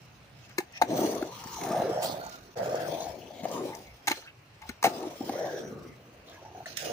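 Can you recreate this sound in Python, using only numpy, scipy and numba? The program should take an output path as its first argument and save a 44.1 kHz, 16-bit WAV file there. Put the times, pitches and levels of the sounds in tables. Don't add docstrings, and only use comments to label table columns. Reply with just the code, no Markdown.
import sys
import numpy as np
from scipy import signal
from scipy.fft import rfft, irfft
from scipy.io import wavfile
from scipy.ndimage import uniform_filter1d, map_coordinates
from numba import njit

SR = 44100
rng = np.random.default_rng(int(sys.argv[2]) if len(sys.argv) > 2 else 0)


def put_to_file(sound):
    columns = np.atleast_2d(sound).T
    safe = np.clip(columns, -1, 1)
    whole_steps = np.round(safe * 32767)
    wavfile.write(sys.argv[1], SR, whole_steps.astype(np.int16))


def decibels_to_gain(level_db):
    exponent = np.asarray(level_db, float) / 20
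    return 10 ** exponent


N = 305172
T = np.arange(N) / SR

# frequency in Hz, density in dB per Hz.
PARK_SPECTRUM = [(15, -48), (30, -13.5), (123, 3.5), (277, -13), (326, -14), (607, -8), (1790, -15.5),
                 (2760, -12), (3520, -24.5), (4140, -19.5)]
PARK_SPECTRUM += [(8140, -34), (12100, -37), (13600, -41), (14900, -32), (15500, -33), (16500, -50)]
# frequency in Hz, correlation from 0 to 1.
PARK_LIKENESS = [(60, 0.98), (290, 0.91), (640, 0.27), (1400, 0.15), (16000, 0.022)]
# time in seconds, level in dB, width in seconds.
GUSTS = [
    (.83, -51, 0.018),
    (1.22, -57, 0.038),
    (1.55, -58, 0.12),
    (2.3, -62, 0.12),
    (2.45, -60, 0.046),
    (3.1, -49.5, 0.043),
    (3.9, -59, 0.076),
    (4.67, -53, 0.063),
    (6.2, -59, 0.04),
]
# time in seconds, width in seconds.
DIPS = [
    (2.552, 0.004),
    (6.656, 0.0028),
]
# time in seconds, lag in milliseconds.
PORT_LAG_MS = [(0, 0.093), (.7, -0.21), (1.2, -0.075), (1.75, -0.022), (2.3, 0.34), (2.6, 0.29),
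               (3.2, -0.0049), (3.8, -0.16), (4.8, -0.14), (5.3, -0.076), (6.3, 0.088), (6.65, 0.084),
               (6.7, 0.27), (6.92, 0.31)]
# time in seconds, left minus right in dB.
ROLL_PAN_DB = [(0.0, -8), (0.42, -6), (0.46, 0.5), (1.56, 2.5), (2.37, -4.5), (3.1, 6.5), (4.49, -3),
               (4.61, 3), (4.72, 2.5), (6.63, -1), (6.73, -4), (6.92, -2.5)]
# middle in seconds, half length in seconds, resonance in Hz,
# its width in Hz, level in dB.
SCUFFS = [(0.447, .02, 2660, 700, -61), (0.765, 0.027, 2550, 520, -48), (.765, .025, 1900, 420, -50),
          (2.25, 0.05, 1450, 200, -47), (3.39, 0.05, 3500, 2400, -58), (3.38, .035, 2200, 300, -62),
          (3.24, .06, 2650, 1200, -62), (3.03, .035, 6200, 2000, -50), (3.03, .03, 4000, 1000, -54),
          (1.03, .13, 6050, 1300, -48), (1.95, .07, 5500, 1200, -52), (3.742, .012, 2000, 700, -51),
          (4.29, 0.018, 2500, 2200, -53), (4.275, .03, 1500, 600, -56), (1.74, .07, 5600, 2600, -54),
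          (4.17, .03, 4200, 900, -52), (4.185, .015, 600, 900, -50), (4.245, .015, 4200, 2000, -58),
          (5.48, .16, 400, 260, -42), (6.35, .03, 1660, 200, -60), (1.42, .17, 160, 380, -54),
          (2.075, .055, 4400, 3600, -43), (2.25, .1, 4400, 700, -58), (5.52, 0.19, 5900, 1340, -57),
          (6.3, 0.03, 3600, 2400, -58), (6.595, .04, 720, 300, -48), (3.72, .08, 880, 500, -47),
          (5.53, .07, 1620, 300, -50), (5.8, .08, 1150, 500, -57), (6.47, .025, 850, 300, -53),
          (6.39, .03, 970, 250, -56), (4.66, .045, 880, 600, -54), (3.568, 0.065, 1004, 397, -42),
          (5.47, .025, 1030, 300, -48), (6.344, 0.02, 2090, 1300, -58), (3.89, .04, 2200, 800, -59),
          (5.91, .06, 2050, 900, -63), (1.8, .17, 1500, 1500, -48), (6.795, .025, 8010, 250, -57),
          (2.345, .04, 1420, 110, -46.5), ]
# peak in seconds, level in dB, rise in seconds,
# fall in seconds, fineness in dB.
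SKIDS = [
    (.42, -61.5, 0.12, 1, -15),
    (0.777, -40, 0.038, 0.011, -21),
    (2.031, -36, 0.018, 0.1, 0.5),
    (4.68, -51.5, 0.032, 0.099, -13),
    (6.666, -40, .006, 0.12, -16),
    (6.773, -34, 0.013, 0.54, -10),
]
# time in seconds, level in dB, left minus right in dB.
PEBBLES = [(0.722, -45, -17), (.938, -34, 8), (1.149, -27.5, 8), (1.39, -42, 1), (1.438, -33, 10),
           (1.491, -41, -2), (1.612, -29.5, -4), (1.6877, -33, -1), (1.7182, -30, -4), (1.8917, -40, 0),
           (4.196, -52, 0), (2.573, -39, 8.5), (2.7535, -35, 8), (2.879, -34.5, 9), (3.002, -35, 5),
           (3.514, -30, 5), (1.471, -30.5, 4), (1.518, -36, 9), (1.5445, -52, 0), (1.635, -27, 3),
           (2.121, -32, -7), (2.264, -39.5, -16), (2.2945, -39, -15), (3.7497, -32.5, 12),
           (4.2737, -64, -15), (6.2955, -44, 9), (6.3435, -54, -3), (3.399, -59, -13), (6.771, -18, -12.5)]
# frequency in Hz, width in Hz, level in dB.
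STEEL_MODES = [(2200, 2200, -4), (3900, 2400, -13), (6050, 2400, -12)]
# time in seconds, thud in dB, ring in Hz, crack in dB,
# left minus right of the crack in dB.
SLAMS = [(0.581, -25, 987, -30.5, 12), (0.5838, -18, 342, -15.5, 4.5), (.584, -35, 1740, -49, 2),
         (0.603, -34, 820, -33, -5), (.8152, -0.5, 795, -24, 12), (0.8208, 3.5, 798, -16, 6),
         (.8205, -7.5, 1530, -40, 0), (0.8195, -11, 2360, -43, 0), (.8245, -29, 700, -57, 2),
         (.830, -24, 655, -35, 0), (4.073, -26.5, 815, -17, 9.5), (4.08, -17.5, 812, -10.5, -10.5),
         (4.079, -23, 2300, -47, -3), (4.1155, 2, 2300, -45, 0), (4.098, -29, 960, -22, 3),
         (4.11, -18.5, 323, -25, 11), (4.116, -35.5, 594, -17, 2), (4.172, -49, 393, -41, -18),
         (4.218, -61, 905, -45, -2), (4.618, -54, 875, -42, 5), (4.62, -45, 2120, -62, -2),
         (4.692, -26.5, 238, -29, 14), (4.694, -28.5, 1484, -40, -13), (4.703, -55, 854, -51, -21),
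         (4.828, -17.5, 983, -19, -1), (4.840, -31, 720, -13, -2), (4.844, 4.5, 740, -29, 10),
         (4.849, -21, 790, -23, 22), (4.853, -8, 726, -18, -1), (4.857, -8, 690, -27, -6),
         (4.861, -40, 720, -22.5, -3), (4.866, -9, 730, -24, -1), (4.872, -17, 294, -31, 15)]
# time in seconds, thud in dB, ring in Hz, crack in dB.
JOINTS = [(0.495, -54, 200, -43), (0.905, -25, 307, -35), (1.155, -29, 456, -54), (1.214, -25.5, 610, -62),
          (1.224, -17.5, 323, -40), (1.225, -34, 775, -43), (1.225, -28, 1426, -50), (1.613, -34, 380, -35),
          (1.713, -48, 770, -40), (2.659, -18, 580, -32.5), (2.725, -22, 577, -42), (2.767, -44, 570, -45),
          (3.433, -24, 211, -36.5), (3.443, -40, 580, -33.5), (3.453, -15.5, 684, -34),
          (3.652, -20.5, 547, -55), (5.029, -29, 332, -36), (5.207, -20.5, 270, -46),
          (5.21, -32.5, 765, -58), (5.293, -21.5, 775, -31), (5.295, -27, 248, -60), (6.451, -53, 812, -52),
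          (6.548, -42, 730, -60), (6.657, -28, 1820, -37), (6.664, -37, 654, -38)]
# time in seconds,
# thud in dB, ring in Hz.
JOLTS = [(0.895, -17, 323), (0.93, -12, 300), (0.968, -20, 573), (1.015, -13, 280), (1.36, -50, 1100),
         (1.435, -35, 1032), (1.586, -34, 710), (1.685, -30.5, 374), (1.745, -16, 780), (1.79, -21, 590),
         (1.897, -23, 402), (1.913, -17, 468), (1.973, -12.5, 647), (2.007, -30, 660), (2.036, -21, 690),
         (2.14, -23, 610), (2.26, -31.5, 880), (2.693, -18, 584), (2.744, -8.5, 546), (2.865, -32, 589),
         (3.002, -23.5, 698), (3.066, -27, 773), (3.155, -42, 620), (3.305, -33, 642), (3.348, -42, 637),
         (3.399, -37, 256), (3.512, -20.5, 550), (4.953, -30, 370), (4.981, -26, 347), (5.356, -24, 574),
         (5.47, -25, 630), (5.541, -23.5, 414), (5.577, -29, 630), (5.627, -36, 457), (5.702, -45, 314),
         (5.777, -34, 363), (6.272, -47, 492), (6.416, -45, 550), (6.574, -49, 730), (6.829, -43, 490),
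         (6.856, -24.5, 580), (6.897, -27, 550),
         (.5893, -18, 350), (.587, -33, 1015), (.591, -27, 1720), (.626, -47, 350), (.8215, -8, 3850),
            (.833, -21, 278), (1.62, -35, 163), (1.708, -26, 159), (1.714, -28, 1200), (1.764, -30, 764),
            (1.797, -21, 164), (1.807, -19, 610), (1.819, -9.5, 660), (1.845, -33, 375), (1.922, -31, 159),
            (2.053, -16.5, 690), (2.162, -28, 560), (2.205, -43, 149), (2.232, -41, 880),
            (4.081, -14, 5900), (4.112, -19, 866), (4.117, -19, 6000), (4.2745, -32, 2640),
            (4.298, -51, 2630), (5.051, -24, 320), (5.07, -25, 322), (5.035, -33, 810), (5.155, -39, 580),
            (5.41, -21, 647), (6.551, -50, 770), (.797, -45, 750), (4.074, -24, 2040), (4.076, -26, 3580),
            (6.658, -34, 1486), (6.770, -21, 3320), (6.772, -36, 1780), (4.694, -41, 400),
            (4.842, -8, 1100), (4.845, -17, 428), (4.0833, -34, 1510), (4.118, -18, 2930)]
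# frequency in Hz, density in dB per Hz.
GRIT_SPECTRUM = [(1350, -20), (2300, -6.5), (2660, -7), (3310, -2), (4770, -5.5), (5570, -3), (6040, -3),
                 (6880, -6)]
GRIT_SPECTRUM += [(7600, -5), (10000, -4), (12800, -8), (13500, -7), (15100, 3), (15500, 2), (16500, -20)]
# start in seconds, wheel ring in Hz, its glide in Hz per second,
# deck ring in Hz, truck ring in Hz.
SURFACES = [(0, 670, 50, 198, 1590), (.85, 639, -44, 318, 1018), (1.3, 980, -150, 410, 1120),
            (1.6, 738, -200, 369, 1166), (1.841, 450, 1400, 330, 1190), (2.019, 622, 128, 306, 1230),
            (2.555, 640, -280, 323, 1555), (2.869, 672, -77, 293, 840), (3.45, 596, -5, 278, 890),
            (4.0, 840, 8, 280, 1520), (4.88, 760, -600, 393, 1164), (5.2, 610, 0, 302, 890),
            (5.28, 664, -640, 346, 1574), (5.95, 520, 100, 247, 1220), (6.25, 565, 699, 279, 1260),
            (6.66, 580, 0, 298, 1720)]
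# time in seconds, wheel level in dB, then deck flex and grit in dB against the wheels.
DROP_IN = [(.5, -75.5, 10, 8), (.84, -58, -10, -20), (.852, -52, 6, -9), (0.916, -33, -4, -10),
           (1.024, -30.5, 2.5, -6.5), (1.268, -46.5, 2, -1), (1.388, -52.5, -9.5, 7)]
PASS_BY = [(1.589, -45.5, -6.5, 0.5), (1.64, -37.5, 1, -4.5), (1.802, -29, -11.5, -15.5),
           (1.854, -32, -5, -15), (2.015, -32, -20, -20.5), (2.097, -36, -8, -13),
           (2.231, -40.5, -15.5, -12.5), (2.335, -55, -1, 2), (2.545, -69.5, 10, 7)]
RETURN = [(2.555, -51, -24, -16), (2.574, -30, -26, -18.5), (2.725, -34.5, -17, -13),
          (2.819, -34, -14.5, -10.5), (2.929, -36, -7, -9), (3.12, -43.5, -16.5, -4),
          (3.17, -47.5, -1.5, -9.5), (3.291, -53.5, 0, -3.5), (3.421, -46.5, -8, -8)]
CLIMB = [
    (3.48, -41.5, -9, -4),
    (3.568, -40.5, 4.5, -3),
    (3.63, -42, 6.5, -3),
    (3.956, -64.5, -8, 6.5),
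]
STALL = [
    (4.068, -68, 7, 6),
    (4.087, -39.5, -1, 0),
    (4.176, -68.5, 3, 19.5),
    (4.332, -96, 26, 25.5),
    (4.66, -68, -5, 5.5),
    (4.801, -78, -1, 6),
]
ROLL_OFF = [(4.867, -32.5, 7.5, -2.5), (4.895, -42.5, -1, -4), (5.057, -44, 5, -3.5), (5.149, -51.5, -7, 2),
            (5.19, -59, 3, 9), (5.23, -46.5, 3, -1.5), (5.28, -48.5, 7.5, 0.5), (5.31, -42, -2.5, -5.5),
            (5.43, -33, -23, -16), (5.572, -41.5, -13, -9), (5.735, -42.5, -0.5, -16.5),
            (5.91, -48, -1.5, -14.5), (5.95, -59.5, -0.5, -3)]
FAR_BOARD = [(6.24, -62.5, -2, -4.5), (6.303, -53.5, -3, -2), (6.39, -64.5, 2, -1), (6.43, -56, -4.5, -6),
             (6.51, -57.5, -4, -10), (6.56, -57.5, 6.5, -1.5), (6.652, -63.5, 1.5, 4.5)]
NEXT_RIDER = [
    (6.719, -53, -8, -9),
    (6.776, -61.5, -2, -27),
    (6.826, -45, -13.5, -29),
    (6.92, -32, -8.5, -53),
]


def level(x, db=0):
    return x * decibels_to_gain(db) / np.sqrt(np.mean(x ** 2))


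@njit
def bandpass(x, g, k):
    y, band, low = np.empty(len(x)), 0., 0.
    for i in range(len(x)):
        v = (band + g[i] * (x[i] - low)) / (1 + g[i] * (g[i] + k[i]))
        band = 2 * v - band
        low = low + 2 * g[i] * v
        y[i] = k[i] * v
    return y


def ring(x, hz, width_hz):
    hz = np.clip(hz * np.ones(len(x)), 40, SR / 2.5)
    g, k = np.tan(np.pi * hz / SR), width_hz / hz
    for _ in range(5):
        x = bandpass(x, g, k)
    return level(x)


def colour(x, points, gain=decibels_to_gain):
    hz, value = np.transpose(points)
    f = np.maximum(np.arange(N // 2 + 1) * SR / N, 1)
    return irfft(rfft(x) * gain(np.interp(np.log(f), np.log(hz), value)), N)


def split(x, edges_hz):
    bands = []
    for k, pair in enumerate(zip(edges_hz, edges_hz[1:])):
        sos = signal.butter(2, pair, "band", fs=SR, output="sos")
        bands.append((-1) ** k * signal.sosfilt(sos, x))
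    return bands


def walk(rate_hz):
    k = int(SR / rate_hz)
    path = np.repeat(rng.standard_normal(500)[:N // k + 1], k)[:N]
    path = uniform_filter1d(uniform_filter1d(path, k), k)
    return path / np.std(path)


def bumps(rate_hz, spread_db):
    met = rng.random(N) < rate_hz / SR
    return met * rng.standard_normal(N) * decibels_to_gain(spread_db * rng.exponential(size=N)) + 1e-18


def pan(x, db):
    return x * decibels_to_gain(np.array([db, -db]).reshape(2, -1) / 2)


def park():
    mid, side = (colour(rng.standard_normal(N), PARK_SPECTRUM) for _ in range(2))
    mid = colour(mid, PARK_LIKENESS, lambda c: np.sqrt(1 + np.clip(c, 0, 1)))
    side = colour(side, PARK_LIKENESS, lambda c: np.sqrt(1 - np.clip(c, 0, 1)))
    steady = 0
    for k, band in enumerate(split([mid + side, mid - side], np.geomspace(20, 18000, 21))):
        swell_db = 1.2 + 1.4 * (k < 7)
        steady = steady + band * decibels_to_gain(.9 * walk(25) + swell_db * walk(5))
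    steady = decibels_to_gain(.6 * walk(1.5)) * steady
    gust_gain = sum(decibels_to_gain(db) * np.exp(-((T - s) / width_s) ** 2) for s, db, width_s in GUSTS)
    wind = ring(rng.standard_normal(N), 64, width_hz=120) * gust_gain
    return level(steady, -56.5) + wind


def echoes(x, t60_s, db):
    t = np.arange(SR // 2) / SR
    tail = rng.standard_normal((2, len(t))) * np.exp(-np.log(1000) * t / t60_s) * (t > .002)
    tail = signal.sosfilt(signal.butter(1, 500, "high", fs=SR, output="sos"), tail)
    tail = decibels_to_gain(db) * tail / np.sqrt(np.sum(tail ** 2, axis=1, keepdims=True))
    return signal.fftconvolve(x, tail, axes=1)[:, :N]


def ports(x):
    half_lag = np.interp(T, *np.transpose(PORT_LAG_MS)) * SR / 2000
    left = map_coordinates(x[0], [np.arange(N) - half_lag], order=3)
    right = map_coordinates(x[1], [np.arange(N) + half_lag], order=3)
    return np.array([left, right])


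def scuffs():
    grains, out = bumps(rate_hz=5000, spread_db=3.0), np.zeros(N)
    for s, half_s, hz, width_hz, db in SCUFFS:
        near = slice(int((s - 2 * half_s) * SR), int((s + 2 * half_s) * SR))
        swell = np.exp(-((T[near] - s) / half_s) ** 4)
        out[near] += decibels_to_gain(db) * swell * ring(grains[near], hz, width_hz)
    return out


def cracks():
    out, t = np.zeros((2, N + SR)), np.arange(SR // 5) / SR
    noise = colour(bumps(rate_hz=9500, spread_db=0.0), [(300, -62), (1400, 0.0)] + GRIT_SPECTRUM[1:])
    body, top, air = (level(band) for band in split(noise, [1000, 6800, 12500, 17000]))
    body = level(body + sum(decibels_to_gain(db) * ring(noise, hz, width_hz) for hz, width_hz, db in STEEL_MODES))
    body, top = np.tile(body, 2), np.tile(decibels_to_gain(-14) * top + decibels_to_gain(-9.5) * air, 2)
    pebble = decibels_to_gain(-6.5) * body + decibels_to_gain(-3.5) * np.tile(ring(noise, 5420, width_hz=7300), 2)
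    joint_pan_db, lead_s = 1.5, 0.0011
    blows = SLAMS + [(*row, joint_pan_db) for row in JOINTS]
    bursts = [(s - lead_s, db, side_db, body) for s, _, _, db, side_db in blows]
    bursts += [(*row, pebble) for row in PEBBLES]
    rise = 1 - np.exp(-t / .0014)
    fade = rise * (np.exp(-np.log(1000) * t / .015) + decibels_to_gain(-10.5) * np.exp(-t / 0.0038))
    for s, db, side_db, main in bursts:
        i = int(s * SR)
        burst = main[i:i + len(t)] + top[i:i + len(t)]
        out[:, i:i + len(t)] += pan(decibels_to_gain(db - 4.0) * fade * burst, np.clip(side_db, -13, 9))
    return out[:, :N]


def knocks():
    out, t = np.zeros(N + SR), np.arange(SR // 5) / SR
    clatter = np.tile(ring(bumps(rate_hz=1800, spread_db=1.5), 1630, width_hz=3600), 2)
    lump_db, lump_crack_db, clatter_db = -4, -44, -12
    blows = SLAMS + JOINTS
    blows = blows + [(s, db + lump_db, hz, db + lump_crack_db) for s, db, hz in JOLTS]
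    turns = np.resize(rng.random(300), (len(blows), 3))
    push = (1 - np.exp(-t / .0013)) ** 2

    def mode(hz, turn):
        return np.sin(2 * np.pi * (hz * t + turn))

    for (s, db, hz, crack_db, *_), (a, b, c) in zip(blows, turns):
        ring_s = .027 * decibels_to_gain(-.36 * (db + 22.0)) / max(hz / 900, 1) ** .9
        fade = np.exp(-np.log(1000) * t / ring_s)
        body = mode(hz, 0)
        body = body + 0.12 * mode((0.44 + 0.022 * c) * hz, a)
        body = body + 0.25 * mode((1.075 + 0.225 * a) * hz, b)
        body = body + 0.045 * mode((1.8 + 0.29 * b) * hz, c)
        i = int(s * SR)
        body = body + decibels_to_gain(crack_db + clatter_db - db) * clatter[i:i + len(t)]
        out[i:i + len(t)] += decibels_to_gain(db + 5.0) * push * fade * body
    return signal.sosfilt(signal.butter(2, 190, "high", fs=SR, output="sos"), out[:N])


def skids():
    gain, weighted_fine = 0, 0
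    for s, db, rise_s, fall_s, fine_db in SKIDS:
        slope = np.where(T < s, (s - T) / rise_s, (T - s) / fall_s)
        one = decibels_to_gain(db - 20 * slope)
        gain, weighted_fine = gain + one, weighted_fine + one * fine_db
    return gain, weighted_fine


def grit(fine_db):
    shared, left, right = (colour(bumps(rate_hz=12000, spread_db=1.0), GRIT_SPECTRUM) for _ in range(3))
    edges_hz = np.geomspace(1800, 17000, 33)
    hiss = 0
    for lo_hz, band in zip(edges_hz, split([shared + 1.72 * left, shared + 2.19 * right], edges_hz)):
        flicker_db = 2.2 * walk(30) + (3.0 - 1.6 * (lo_hz > 7000)) * walk(11)
        hiss = hiss + band * decibels_to_gain(flicker_db + fine_db * np.clip(lo_hz / 2000 - 3, 0, 1))
    jolts = walk(60)
    rattle = decibels_to_gain(1.5 * jolts + 1.8 * np.resize(jolts[::3], N) - .3)
    return hiss * rattle / np.std(shared) / 2.75


def rolling():
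    passes = DROP_IN + PASS_BY + RETURN + CLIMB + STALL + ROLL_OFF + FAR_BOARD + NEXT_RIDER
    s, *columns = np.transpose(passes)
    ring_db, flex_db, grit_db = (np.interp(T, s, c) for c in columns)

    surfaces = np.array(SURFACES)
    start_s, hz, glide, deck_hz, truck_hz = surfaces[np.searchsorted(surfaces[1:, 0], T)].T
    shift_hz = glide * (T - start_s)
    tracks_hz = [hz + shift_hz, deck_hz * (1 + shift_hz / hz), truck_hz + .8 * shift_hz]
    wheel_hz, boom_hz, buzz_hz = uniform_filter1d(tracks_hz, size=3000)

    skid, skid_fine = skids()
    roll_hiss = decibels_to_gain(ring_db + grit_db)
    hiss = roll_hiss + skid
    buzz = decibels_to_gain(ring_db + 0.67 * grit_db - 5) + decibels_to_gain(-14) * skid
    roll_fine_db = -4.5 + .5 * np.maximum(ring_db + grit_db + 40.0, -6)
    fine_db = (roll_fine_db * roll_hiss + skid_fine) / hiss

    kicks = bumps(rate_hz=2400, spread_db=0.9)
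    wheels = ring(kicks, (1 + .055 * walk(40)) * wheel_hz, width_hz=491)
    far_axle = decibels_to_gain(-9.0) * ring(bumps(rate_hz=3800, spread_db=4.0), 0.93 * wheel_hz, width_hz=570)
    deck = ring(kicks, boom_hz * (1 + .11 * walk(10)), width_hz=400)
    slab = decibels_to_gain(-15.0) * ring(bumps(rate_hz=760, spread_db=-2.5), 146.0, width_hz=191)
    low = wheels + decibels_to_gain(0.18 * flex_db + 3.5) * slab + decibels_to_gain(flex_db) * deck
    low = low + far_axle * np.array([[1], [-1]])

    main, skirt = [], []
    for _ in range(2):
        kick = bumps(rate_hz=3600, spread_db=0.9)
        main.append(ring(kick, buzz_hz * (1 + 0.13 * walk(22)), width_hz=0.58 * buzz_hz))
    for _ in range(2):
        skirt.append(ring(bumps(rate_hz=1500, spread_db=-1.0), 1730, width_hz=1700))
    trucks = np.array(main) + decibels_to_gain(-9.0) * np.array(skirt)
    return decibels_to_gain(ring_db) * low + buzz * trucks + hiss * grit(fine_db)


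def scene():
    side_db = np.interp(T, *np.transpose(ROLL_PAN_DB))
    hits = ports(pan(knocks() + scuffs(), side_db) + cracks())
    board = ports(pan(rolling(), side_db)) + hits
    near = echoes(hits, t60_s=.008, db=-5)
    far = echoes(board, t60_s=0.15, db=-11.5)
    return board + near + far + park()


def starved_bands(x, lo_hz, hi_hz, margin_db):
    f, _, z = signal.stft(x, SR, nperseg=2048, noverlap=1024)
    power = np.add.reduceat(np.abs(z).mean(0) ** 2, np.arange(0, len(f), 24), axis=0)
    power = np.repeat(power, 24, axis=0)[:len(f)]
    power = power / np.exp(.7 * np.log(power + 1e-18).mean(1, keepdims=True))
    usual = np.exp(uniform_filter1d(np.log(power + 1e-18), size=121, axis=0))
    treble = ((f > lo_hz) & (f < hi_hz))[:, None]
    starved = (power < usual * decibels_to_gain(-2 * margin_db)) & treble
    return signal.istft(z * np.where(starved, .03, 1), SR, nperseg=2048, noverlap=1024)[1][:, :N]


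def low_pass(x):
    return signal.sosfilt(signal.butter(12, 16800, fs=SR, output="sos"), x)


def record(dry):
    mix = starved_bands(dry, lo_hz=7300, hi_hz=14200, margin_db=1.0)
    for s, width_s in DIPS:
        mix = mix * np.clip(np.abs(T - s) / width_s - .2, .03, 1)
    mix = signal.sosfilt(signal.ellip(7, .5, 38, 15500, fs=SR, output="sos"), mix)
    return low_pass(mix)


dry = scene()
out = record(dry)
put_to_file(out)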